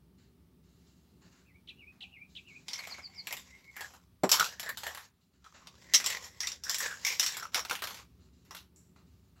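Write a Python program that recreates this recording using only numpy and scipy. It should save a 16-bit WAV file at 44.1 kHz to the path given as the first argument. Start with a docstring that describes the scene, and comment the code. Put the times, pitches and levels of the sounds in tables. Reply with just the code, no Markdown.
"""A mixing ball strikes, bounces and rolls in a spray-paint can shaken in bursts in a small, quiet wooden room.
Strikes are noise bursts shaped by shell and gas-space resonances; rolling is gritty noise plus a gas-space hum.
The can knocks once on wood (decaying modes), a sleeve rustles (filtered grains), a bird sings outside (gliding
sines with echoes), a narrow band near 770 Hz swells twice, and rumble, drone and hiss lie underneath."""
import sys
import numpy as np
from scipy import signal
from scipy.fft import rfft, irfft, next_fast_len
from scipy.io import wavfile
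from scipy.ndimage import uniform_filter1d, map_coordinates

SR = 44100
rng = np.random.default_rng(int(sys.argv[2]) if len(sys.argv) > 2 else 0)


def log_audio(samples):
    """Write samples as a 16-bit WAV file to the path given in sys.argv[1]."""
    # one column per channel
    frames = np.atleast_2d(samples).T
    # limit to full scale, then quantise
    limited = np.clip(frames, -1, 1)
    pcm = np.round(limited * 32767).astype(np.int16)
    wavfile.write(sys.argv[1], SR, pcm)


N = 414540  # samples

# Ball strikes: start_s, relative_level_db, gas_pitch_hz, gas_ring_db, shell_ring_db, rattle_t60_s
BALL_STRIKES = [(2.6832, -24.5, 2150, -17.5, -9, 0.2), (2.7332, -21.5, 1960, -20, -4.5, 0.15),
                (2.7899, -37.5, 2240, 9.5, -27, 0.17), (2.8374, -34.5, 2250, 1, -26, 0.11),
                (2.8729, -33, 2230, -8.5, -13, 0.17), (2.9125, -44, 2240, -20, -16, 0.19),
                (2.9832, -45, 2250, -2.5, -30, 0.19), (3.2711, -17, 2420, -12.5, -28, 0.14),
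                (3.3087, -28.5, 2070, -7, -10, 0.21), (3.3266, -16, 2590, -10, -30, 0.11),
                (3.3685, -25.5, 1960, -16, -27, 0.19), (3.7657, -36, 1890, 1, -15, 0.195),
                (3.8081, -25.5, 1750, -10.5, -23.5, 0.19), (3.906, -54, 1090, -29, -34.5, 0.19),
                (3.9376, -41, 1240, -10.5, -29, 0.18), (4.2352, -16.5, 1260, -18, -16, 0.13),
                (4.2931, -14.5, 1250, -11.5, -11, 0.17), (4.3161, 0, 2700, -25, -7, 0.15),
                (4.3224, -12.5, 1140, -24.5, -15, 0.19), (4.3277, -8, 2180, -21, -13.5, 0.22),
                (4.342, -10.5, 1140, -7.5, -13.5, 0.14), (4.3974, -8, 1380, -6, -15, 0.13),
                (4.444, -18, 1320, -14.5, -16, 0.21), (4.597, -24.5, 1750, -13, -7.5, 0.16),
                (4.6304, -29, 1810, -8.5, -20, 0.18), (4.6622, -37, 1780, -14.5, -8, 0.164),
                (4.6913, -23, 1770, -5, -33, 0.12), (4.7729, -25, 1800, -23, -22, 0.22),
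                (4.8343, -27.5, 1820, -14.5, -31, 0.19), (4.8676, -27.5, 1810, -7.5, -20, 0.19),
                (4.9088, -43.5, 1810, -17, -7, 0.192), (4.9486, -29, 1840, -11.5, -24, 0.15),
                (4.974, -33, 1830, -3.5, -24, 0.24), (5.4436, -48.5, 1290, -8, -25.5, 0.26),
                (5.6715, -34, 1060, -11.5, -17, 0.12), (5.7535, -55, 1060, -10, -13.5, 0.19),
                (5.9374, -8, 1910, -13.5, -3, 0.11), (5.9424, -4, 1950, -26.5, -8, 0.14),
                (5.9471, -5, 2140, -13.5, 0, 0.12), (5.96, -22, 2040, -22.5, -12.5, 0.21),
                (6.0009, -21.5, 1970, -3.5, -22.5, 0.2), (6.0424, -19, 2320, -19, -7, 0.22),
                (6.0621, -10.5, 2060, -23.5, -12, 0.16), (6.101, -14, 2060, -18.5, -19.5, 0.16),
                (6.124, -23.5, 1950, -9.5, -26, 0.1), (6.2449, -28, 1910, -18.5, -10, 0.24),
                (6.4048, -21.5, 1910, -11.5, 1, 0.26), (6.4318, -20, 2060, -13, -15, 0.25),
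                (6.4717, -10.5, 2500, -38, -14.5, 0.17), (6.5186, -22, 1780, -31, -8.5, 0.13),
                (6.6371, -24.5, 1680, -39, -6, 0.27), (6.6807, -35.5, 1550, -8, -15, 0.19),
                (6.6956, -18.5, 1710, -14.5, -2, 0.25), (6.7451, -15, 1910, -13.5, -10.5, 0.15),
                (6.7845, -19, 1910, -23, -8, 0.17), (6.8043, -15.5, 1680, -16.5, -16.5, 0.34),
                (6.8654, -27.5, 1710, -12, -24, 0.14), (6.9112, -34, 1580, -1.5, -8.5, 0.19),
                (6.9927, -39.5, 1510, -14.5, -24, 0.32), (7.0494, -14.5, 2140, -12, -5.5, 0.34),
                (7.0671, -13.5, 2170, -13, -8.5, 0.28), (7.1967, -9, 2600, -29, -3, 0.15),
                (7.2149, -24, 2090, -4, -17, 0.19), (7.2295, -15, 2030, -16, -8, 0.2),
                (7.2352, -24, 1980, -11.5, -1.5, 0.19), (7.2633, -10, 2570, -28, -10.5, 0.19),
                (7.2903, -26, 1730, -12, -26, 0.21), (7.323, -27.5, 2020, -19.5, -28, 0.1),
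                (7.3413, -26, 2120, -11.5, -27, 0.28), (7.3692, -14, 1210, -17.5, -23.5, 0.13),
                (7.398, -24, 1330, -16.5, -17, 0.084), (7.429, -30, 1250, -7, -7, 0.16),
                (7.5453, -13, 1980, -15, -8.5, 0.14), (7.5557, -22, 1170, -9, -14, 0.15),
                (7.601, -27, 1050, -16, -4.5, 0.16), (7.6505, -21, 1050, -15.5, -34, 0.11),
                (7.6975, -21.5, 2480, -9, -30, 0.17), (7.7109, -19.5, 1000, -8.5, -21.5, 0.16),
                (7.7314, -27.5, 1060, -11, -13, 0.21), (7.7533, -28.5, 2440, -5, -24, 0.14),
                (7.7912, -36, 2530, -7.5, -30, 0.175), (7.8216, -17.5, 1280, -15, -30, 0.19),
                (7.8394, -15, 1250, -20.5, -18, 0.11), (7.8724, -18.5, 1240, -20.5, -41, 0.22),
                (7.9079, -30, 1120, -14.5, -37, 0.19), (7.9449, -27, 2040, -21, -18.5, 0.2),
                (7.9726, -36.5, 2490, -11, -18, 0.22), (8.4503, -59, 1030, -19, -8, 0.19),
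                (8.509, -36.5, 1060, -5.5, -3, 0.216), (8.5485, -31.5, 1280, -12, -23, 0.24),
                (8.5686, -39, 2550, -10.5, -12.5, 0.177), (8.761, -53.5, 1190, -31, -8, 0.43),
                (8.962, -63.5, 1170, 1.5, -8, 0.32)]
# Hold on the can, from each time on: start_s, thud_db (for a middling blow), wall_db, dome_db, treble_db, gas_width_hz
CAN_GRIPS = [(2.6, -27, -6.5, -30, -35.5, 250), (2.78, -13, -7, -11.5, -19.5, 200),
             (3.2, -16.5, -17, -19, -22, 400), (3.7, -17, -12, -14, -14, 298),
             (4.2, -16, -11, -18.5, -23.5, 220), (4.55, -14, -5.5, -11.5, -15.5, 270),
             (5.4, -33.5, -6, -27, -50, 592), (5.9, -22.5, -13.5, -14.5, -23.5, 272),
             (6.35, -36, -15.5, -21, -41, 268), (6.6, -30, -12, -9.5, -24.5, 355),
             (7.02, -25, -13, -18.5, -19.5, 250), (7.19, -26, -9, -14.5, -25.5, 300),
             (7.36, -34, -15, -16.5, -26, 513), (7.52, -12.5, -11, -29, -20, 1200),
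             (7.63, -24, -13, -41, -18.5, 1220), (7.81, -27, -13, -29, -22, 1000),
             (8.4, -42, -6, -20.5, -16, 602), (8.7, -40.5, -33, 5, -11.5, 498),
             (8.9, -21, -14, -20.5, -30, 500)]
# Shell wall modes: pitch_hz, width_hz, gain_db
SHELL_MODES = [(5400, 600, 2), (5780, 300, 5), (6410, 380, -6.5)]
# Bright treble of the strikes and rolling: frequency_hz, gain_db
TREBLE_COLOUR = [(5060, -27), (8600, -14), (9130, -25), (9910, -5.5), (11900, 6.5), (13700, -6.5),
                 (15100, -2.5), (15600, -4.5)]
# Steel clack: frequency_hz, gain_db
BODY_COLOUR = [(180, -48), (300, -1.5), (535, -30), (696, -36), (953, 4.5), (2830, 6), (4490, -20.5),
               (7140, 6), (8420, -18.5), (12700, -28), (15500, -23.5)]
MIDDLING_DB = -21.5  # relative_level_db of a middling blow
THUD_LAG_DB_PER_DB = 0.61  # thud drop per dB of harder blow
SCATTER_DB = 3  # random colour spread from strike to strike
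CRACK_DB, CHATTER_DB = 3, -5.5  # first contact, rattle after it
CRACK_T60_S = 0.0025
STRAY_BOUNCES_PER_S = 70


def can_response(f, thud_db, gas_hz, gas_db, gas_width_hz, wall_db, shell_db, dome_db, treble_db, luck):
    """Can as a minimum-phase filter: power sum of clack, thud, gas, wall, shell, dome and treble."""
    parts = [
        amp(-18.5) * along(BODY_COLOUR, f),
        amp(thud_db + 15) * resonance(f, 940, 1200) ** 2,
        amp(gas_db + 17.5) * resonance(f, gas_hz, gas_width_hz),
        amp(wall_db + 9) * resonance(f, 3700, 2800) ** 2,
        amp(shell_db + 12.5) * modes(f, SHELL_MODES),
        amp(dome_db + 14) * resonance(f, 7400, 900) ** 2,
        amp(treble_db + 8) * along(TREBLE_COLOUR, f),
    ]
    power = sum(np.abs(part) ** 2 for part in parts)
    ripple_db = 3.5 * np.array([np.interp(f, np.linspace(0, SR / 2, len(row)), row) for row in luck])
    return causal(np.sqrt(power) * amp(ripple_db))


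def strikes():
    """Each blow is a sharp crack, then chatter and room answer dying away, coloured by the can."""
    start_s, level_db, gas_hz, gas_db, shell_db, t60_s = np.transpose(BALL_STRIKES)[:, :, None]
    grips = np.array(CAN_GRIPS)
    grip = grips[np.searchsorted(grips[:, 0], start_s[:, 0]) - 1]
    scatter_db = SCATTER_DB * rng.standard_normal((len(start_s), 4))
    thud_db, wall_db, dome_db, treble_db = (grip[:, 1:5] + scatter_db).T[:, :, None]
    thud_db = thud_db - THUD_LAG_DB_PER_DB * (level_db - MIDDLING_DB)
    gas_width_hz = grip[:, 5:]

    t = np.arange(int(0.3 * SR)) / SR
    shape = (len(start_s), len(t))
    click = (t == 0) * 4
    crack = (rng.standard_normal(shape) * 0.3 + click) * amp(CRACK_DB - 60 * t / CRACK_T60_S)

    dying = amp(-60 * t / np.clip(t60_s, 0.03, 0.6)) + 0.4 * amp(-60 * t / 0.02)
    # stray bounces stand out of the dense chatter
    bounces = (rng.random(shape) < STRAY_BOUNCES_PER_S / SR) * rng.normal(0, 6, shape)
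    chatter = (gritty(shape, spike_db=-1) + bounces) * amp(CHATTER_DB) * dying

    luck = rng.standard_normal((len(start_s), 80))  # each blow wakes the small wall modes at new strengths

    def can(f):
        """This set of blows through the can."""
        return can_response(f, thud_db, gas_hz, gas_db, gas_width_hz, wall_db, shell_db, dome_db, treble_db, luck)

    hits = amp(level_db - 6.5) * filtered(crack + chatter, can)
    out = np.zeros(N + len(t))
    for start, hit in zip(np.round(start_s[:, 0] * SR).astype(int), hits):
        out[start:start + len(t)] += hit
    return out[:N]


# Ball rolling in paint, one list per spell: time_s, scrape_db, hum_over_scrape_db, hum_pitch_hz
ROLL_SPELLS = [
    [(2.66, -74, -3, 2176), (2.72, -49, 0, 2150), (2.8, -54.5, -1, 2220), (3.0, -55, 5, 2218),
     (3.06, -69.5, 0, 2158), (3.24, -61, -7, 2221), (3.4, -56.5, -45, 2061), (3.5, -66, 9, 2162)],
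    [(3.5, -63.5, 0, 2140), (3.72, -70, -4, 2155), (3.82, -56.5, 18.5, 1744), (3.96, -63, -25, 1300),
     (4.02, -81, -10, 1311), (4.15, -94, -9, 1247)],
    [(4.22, -86, -1, 1236), (4.3, -71, -3, 1238), (4.36, -44, 6.5, 1200), (4.41, -38, 7.5, 1400),
     (4.45, -44, 0, 1320), (4.5, -50, -1.5, 1689), (4.6, -63, 4, 1701), (4.7, -58, 24.5, 1800),
     (4.79, -64, -13, 1772), (4.88, -49, 10.5, 1804), (4.98, -61, -12.5, 1773), (5.055, -60, -12, 1710),
     (5.11, -77.5, -7.5, 1700)],
    [(5.4, -91.5, -6, 1311), (5.47, -65.5, 15, 1281), (5.51, -73.5, -1.5, 1208), (5.64, -68, 5, 1100),
     (5.74, -68, -4, 1095), (5.8, -62, -10, 1950), (5.92, -60, 5.5, 1969), (6.0, -47.5, -11, 2040),
     (6.12, -41, 3.5, 1988), (6.24, -52.5, -9.5, 1884), (6.34, -64, -1, 1958), (6.46, -56.5, -10, 2000),
     (6.54, -53, -22, 1837), (6.62, -75.5, -1, 1600)],
    [(6.62, -70.5, -5, 1595), (6.67, -53, 4.5, 1611), (6.74, -58.5, 9, 1890), (6.83, -37.5, -2.5, 1760),
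     (6.93, -52.5, 11.5, 1570), (7.02, -53, -15, 1700), (7.07, -46.5, 10, 2166), (7.13, -42.5, -3, 2296),
     (7.19, -56, -4, 2050), (7.3, -57, -4, 2000), (7.45, -53.5, 7, 1270), (7.52, -69.5, -6, 1270)],
    [(7.52, -57.5, -13, 1270), (7.58, -34, -8, 1223), (7.64, -66, -2, 1150), (7.73, -44.5, -25, 1150),
     (7.8, -89, -10, 1200), (7.88, -48.5, -17, 1180), (8.025, -56.5, -3, 1224), (8.08, -83.5, -10, 1200),
     (8.3, -85, -4.5, 1200), (8.7, -88.5, -20, 1200)],
]
# Scrape on the wall: frequency_hz, gain_db
SCRAPE_COLOUR = [(290, -30), (500, -7), (671, -14), (1090, -6), (1210, -17.5), (2000, -11), (3170, -11),
                 (7380, -10.5), (8300, -25.5), (10800, -83), (18300, -120)]
TREBLE_DB = -15  # treble over scrape
TICKS_PER_S, TICK_DB, TICK_T60_S = 67, -8.5, 0.02  # ball skips; level over the grit


def roll():
    """The rolling ball scrapes the wall, a bright treble layer joins, the gas space hums at its moving pitch."""
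    speed, hum_db = np.zeros(N), np.zeros(N)
    for spell in ROLL_SPELLS:
        speed += amp(curves(spell, silent=-120)[0])
        hum_db += curves(spell, silent=0)[1]
    gas_hz = curves(np.concatenate(ROLL_SPELLS))[2]

    skips = (rng.random(N) < TICKS_PER_S / SR) * amp(rng.normal(0, 5, N))
    tick = amp(-60 * np.arange(SR // 20) / SR / TICK_T60_S)
    skipping = unit(np.convolve(skips, tick)[:N])
    grit = patchy(gritty(N, spike_db=4) * (1 + amp(TICK_DB) * skipping), depth_db=2.8)
    scrape = unit(filtered(grit, lambda f: along(SCRAPE_COLOUR, f) + amp(-24.5) * abs(modes(f, SHELL_MODES))))
    treble = unit(filtered(grit, lambda f: along(TREBLE_COLOUR, f)))

    # slow noise on both quadratures makes a narrow band around the gas pitch
    flutter = filtered(rng.standard_normal((2, N)), lambda f: 1 / (1 + (f / 165) ** 2))
    phase = 2 * np.pi * np.cumsum(gas_hz) / SR
    tone = flutter[0] * np.cos(phase) + flutter[1] * np.sin(phase)
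    hum = unit(tone * (1 + skipping))

    bumps_db = 1.8 * wobble(30)  # uneven wall contact
    return amp(bumps_db) * speed * (scrape + amp(TREBLE_DB) * treble + amp(hum_db) * hum)


# Can on wood: start_s, level_db
WOOD_KNOCK = (4.2335, -16)
# Wood modes: pitch_hz, relative_level_db, t60_s
WOOD_MODES = [(190, -7, 0.1), (388, -10, 0.15), (501, -4, 0.092), (766, -15, .07), (1280, -20.5, 0.037)]


def knock():
    """The can's base knocks wood: short modes in a dull puff."""
    start_s, level_db = WOOD_KNOCK
    t = np.arange(SR // 4) / SR
    ring = sum(amp(db - 60 * t / t60_s) * np.sin(2 * np.pi * hz * t) for hz, db, t60_s in WOOD_MODES)
    dull = unit(filtered(rng.standard_normal(len(t)), lambda f: resonance(f, 450, 650) ** 2))
    puff = dull * amp(-2.5 - 60 * t / 0.11)
    onset = 1 - np.exp(-t / 0.003)
    out = np.zeros(N)
    out[round(start_s * SR):][:len(t)] = amp(level_db) * (ring + puff) * onset
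    return out


# Sleeve movements: start_s, length_s, swish_db, scuff_db
SLEEVE_MOVES = [(.17, 0.074, -76, -78), (0.625, 0.26, -77.5, -89), (0.856, .06, -77, -85),
                (0.952, 0.24, -81.5, -96), (1.205, .07, -69.5, -70), (1.308, 0.094, -72, -73.5),
                (1.673, 0.069, -80, -84), (1.91, 0.04, -80, -70.5), (2.01, 0.042, -75, -92),
                (2.28, 0.13, -70.5, -93), (2.469, 0.14, -68, -77), (5.124, 0.034, -86, -89),
                (5.198, 0.027, -78, -97.5), (5.32, 0.041, -79.5, -80.5), (5.531, 0.023, -60, -57.5),
                (8.02, 0.24, -87.5, -92), (8.193, 0.049, -76.5, -84), (8.32, .1, -78.5, -89.5),
                (8.44, 0.055, -76.5, -77), (8.748, 0.077, -82.5, -86.5), (8.948, 0.043, -74, -74),
                (9.054, 0.25, -82.5, -90), (9.352, 0.064, -76.5, -72.5)]
# Bright swish: frequency_hz, gain_db
SWISH_COLOUR = [(1350, -39), (2300, -27.5), (2560, -31), (2720, -11.5), (3230, -21), (4060, -10.5),
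                (5580, -18), (6910, -14), (7780, -17), (8300, -53), (10800, -83), (18300, -120)]
# Duller scuff: frequency_hz, gain_db
SCUFF_COLOUR = [(400, -12), (650, -7), (800, -8.5), (1150, -6), (1700, -6), (2600, -13.5), (4000, -46)]
RUSTLE_ATTACK_S, RUSTLE_RELEASE_S = 0.017, 0.053


def sleeve():
    """Soft cloth friction as the arm moves: a bright swish over a duller scuff, from the same grains."""
    swish_level, scuff_level = np.zeros(N), np.zeros(N)
    for start_s, length_s, swish_db, scuff_db in SLEEVE_MOVES:
        move = gesture(start_s, length_s, RUSTLE_ATTACK_S, RUSTLE_RELEASE_S)
        swish_level += amp(swish_db) * move
        scuff_level += amp(scuff_db) * move
    fibres = patchy(gritty(N, spike_db=2.5), depth_db=1.8)
    swish = unit(filtered(fibres, lambda f: along(SWISH_COLOUR, f)))
    scuff = unit(filtered(fibres, lambda f: along(SCUFF_COLOUR, f)))
    return swish_level * swish + scuff_level * scuff


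# Chip shape, a fall then a peak: after_start_s, pitch_hz, relative_level_db
CHIP_SHAPE = [(0, 4717, -16), (.006, 2946, 5.5), (.012, 2570, -6), (0.015, 3120, 8.5), (0.023, 4020, 2.5),
              (.026, 2843, 7.5), (.04, 2380, -1.5), (.067, 2615, -24)]
# Chips sung: start_s, relative_level_db
CHIPS_SUNG = [(1.672, -55), (2.005, -50.5), (2.349, -52)]
# Long note shapes: length_share, base_pitch_hz, relative_level_db
SLUR_SHAPE = [(0, 2682, -17), (.14, 2870, -6), (.4, 2145, -7.5), (.54, 2330, -15), (.66, 2500, 2),
              (.8, 2482, -19), (1, 2460, -28)]
FALL_SHAPE = [(0, 5550, -23), (.3, 5100, -7), (.62, 4550, 6), (.85, 4200, -10), (1, 4000, -28)]
LOW_SHAPE = [(0, 2150, -15), (.6, 2166, 4.5), (1, 2200, -29)]
# Long notes sung: start_s, length_s, pitch_ratio, relative_level_db
SLURS_SUNG = [(1.45, .17, .92, -62.5), (1.771, 0.17, 1.015, -50), (2.109, 0.17, .99, -50),
              (2.447, 0.18, 0.99, -49)]
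FALLS_SUNG = [(2.767, 0.042, .99, -51.5), (2.883, .07, 0.98, -46.5), (3.011, .066, 1.01, -48.5),
              (3.14, 0.087, 1.01, -47.5)]
LOWS_SUNG = [(3.11, 0.15, 1.01, -57), (3.499, 0.088, 0.97, -53.5), (3.63, .12, 1.01, -55.5)]


def bird():
    """Whistles with a flutter, blurred by echoes outside."""
    chips = [np.array(CHIP_SHAPE) + [start_s, 0, db] for start_s, db in CHIPS_SUNG]
    long_notes = []
    for shape, sung in ((SLUR_SHAPE, SLURS_SUNG), (FALL_SHAPE, FALLS_SUNG), (LOW_SHAPE, LOWS_SUNG)):
        for start_s, length_s, pitch_ratio, db in sung:
            long_notes.append(np.array(shape) * [length_s, pitch_ratio, 1] + [start_s, 0, db])

    song, quaver = np.zeros(N), 1 + 0.027 * wobble(280)
    # long notes turn more roundly
    for notes, smooth_samples in ((chips, 60), (long_notes, 500)):
        for note in notes:
            pitch_hz, level_db = curves(note)[0], curves(note, silent=-120)[1]
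            glide_hz = uniform_filter1d(pitch_hz, size=smooth_samples)
            phase = 2 * np.pi * np.cumsum(glide_hz * quaver) / SR
            song += np.sqrt(2) * amp(level_db) * np.sin(phase)

    for start_s, db in CHIPS_SUNG:  # each chip opens with a harsh, breathy burst
        burst = unit(filtered(rng.standard_normal(N), lambda f: resonance(f, 3020, 1450) ** 2))
        song += amp(db - 6) * gesture(start_s, 0.029, 0.002, 0.0092) * burst
    song *= amp(-0.5 + 1.2 * wobble(90))

    t = np.arange(SR // 2) / SR
    echoes = rng.standard_normal(len(t)) * (amp(-60 * t / 0.075) + 0.13 * amp(-60 * t / 0.37))
    blurred = signal.fftconvolve(song, echoes / np.linalg.norm(echoes))[:N]
    return song + amp(-1.5) * blurred


# Faint band swells: start_s, length_s, level_db
BAND_SWELLS = [(1.98, 0.052, -69.5), (3.05, 0.13, -73.5)]


def swell():
    """Narrow noise near 770 Hz that swells twice."""
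    level = sum(amp(db) * gesture(start_s, length_s, 0.041, 0.091) for start_s, length_s, db in BAND_SWELLS)
    return level * unit(filtered(rng.standard_normal(N), lambda f: resonance(f, 770, 120) ** 2))


# Low background rumble and drone, dipping after loud bursts: time_s, deep_db, drone_db
LOW_LEVELS = [(0.0, -68, -63.5), (2.15, -68, -67.5), (2.75, -70, -64.5), (4.08, -67.5, -70.5),
              (4.42, -69.5, -65), (4.84, -65, -66.5), (5.23, -73.5, -75), (6.02, -67.5, -63),
              (6.47, -67, -68.5), (6.86, -65.5, -67.5), (8.98, -65.5, -65), (9.4, -65, -68.5)]
# Background hiss, its level sinking around the loud bursts: time_s, level_db
HISS_LEVELS = [(0, -77), (2.6, -75), (3.102, -77), (4.1, -76), (5.2, -79.5), (5.8, -84.5), (6.6, -85),
               (8.1, -76), (8.4, -79.5), (9.4, -76)]
# Deep rumble: frequency_hz, gain_db
DEEP_COLOUR = [(15, -65), (25, -32), (32, -36.5), (47, -19), (62, 2), (81, 0), (120, -7), (160, -35),
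               (260, -120)]
# Drone: frequency_hz, gain_db
DRONE_COLOUR = [(65, -38), (110, -5.5), (144, -5.5), (183, 2), (209, -8), (243, -4), (327, -14),
                (377, -8.5), (438, -18), (789, -36.5), (900, -24), (1170, -54.5), (1980, -120)]
# Hiss: frequency_hz, gain_db
HISS_COLOUR = [(350, -32), (600, -5), (997, -10.5), (1130, -5), (1570, -11.5), (4340, -12.5), (5630, -14.5),
               (6640, -19), (16000, -15)]


def background():
    """Lumpy low rumble and drone with faint hiss, each filtered noise following its level table."""
    levels = curves(LOW_LEVELS) + curves(HISS_LEVELS)
    colours, lumps_db = (DEEP_COLOUR, DRONE_COLOUR, HISS_COLOUR), (1.5, 1.5, 0.4)
    out = np.zeros(N)
    for level_db, colour, lump_db in zip(levels, colours, lumps_db):
        noise = unit(filtered(rng.standard_normal(N), lambda f: along(colour, f)))
        out += amp(level_db + lump_db * wobble(8.9)) * noise
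    return out


def amp(db):
    """Gain of a level in dB."""
    return 10 ** (np.asarray(db) / 20)


def unit(x):
    """Scaled to rms 1."""
    return x / np.sqrt(np.mean(np.abs(x) ** 2, axis=-1, keepdims=True) + 1e-20)


def along(points, hz):
    """Gain interpolated through (Hz, dB) points on a log frequency axis."""
    f, db = np.transpose(points)
    return amp(np.interp(np.log(hz + 1), np.log(f + 1), db))


def curves(rows, silent=None):
    """One value per sample for each column after the time; silent is the value outside the rows."""
    time_s, *columns = np.transpose(rows)
    return [np.interp(np.arange(N) / SR, time_s, column, silent, silent) for column in columns]


def wobble(knots_per_s):
    """A smooth random curve."""
    knots = rng.standard_normal(int(N * knots_per_s / SR) + 4)
    return map_coordinates(knots, [np.arange(N) * knots_per_s / SR])


def gesture(start_s, length_s, attack_s, release_s):
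    """Rises from the start, holds until the length is over, dies away."""
    t = np.arange(N) / SR - start_s
    return np.clip(t / attack_s, 0, 1) ** 2 * np.exp(-np.clip(t - length_s, 0, None) / release_s)


def gritty(shape, spike_db):
    """Noise whose samples come in short grains of uneven size."""
    size = amp(spike_db * np.minimum(rng.exponential(size=shape), 4))
    return unit(rng.standard_normal(shape) * uniform_filter1d(size, size=12, axis=-1))


def patchy(x, depth_db):
    """Random patches of gain over time and frequency."""
    z = signal.stft(x, nperseg=256)[2]
    field = uniform_filter1d(rng.standard_normal(z.shape), size=3, axis=0)
    field = uniform_filter1d(field, size=40, axis=1)
    return unit(signal.istft(z * amp(depth_db * field / field.std()), nperseg=256)[1][:N])


def filtered(x, response):
    """x through a complex frequency response, zero-padded."""
    m = 2 * next_fast_len(x.shape[-1] // 2 + 1024)
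    return irfft(rfft(x, m) * response(np.fft.rfftfreq(m, 1 / SR)), m)[..., :x.shape[-1]]


def resonance(f, hz, width_hz):
    """Causal resonance of peak gain 1."""
    return 1j * f * width_hz / (hz * hz - f * f + 1j * f * width_hz)


def modes(f, table):
    """Sum of resonances with alternating sign."""
    return sum((-1) ** k * amp(db) * resonance(f, hz, width_hz) for k, (hz, width_hz, db) in enumerate(table))


def causal(gain):
    """Minimum-phase responses with these gains, by folding the cepstrum."""
    cepstrum = irfft(np.log(gain + 1e-6))
    half = cepstrum.shape[-1] // 2
    cepstrum[..., 1:half] *= 2
    cepstrum[..., half + 1:] = 0
    return np.exp(rfft(cepstrum))


def scene():
    """All sources at one microphone."""
    can = strikes() + roll() + knock()
    return (can + sleeve() + bird() + swell() + background())[None]


TOP_HZ = 15800


def record(dry):
    """The input stage rounds off the hardest cracks; nothing passes above the band limit."""
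    rounded = dry / (1 + np.abs(dry / 0.75) ** 4) ** (1 / 4)
    return filtered(rounded, lambda hz: hz < TOP_HZ)


dry = scene()
out = record(dry)
log_audio(out)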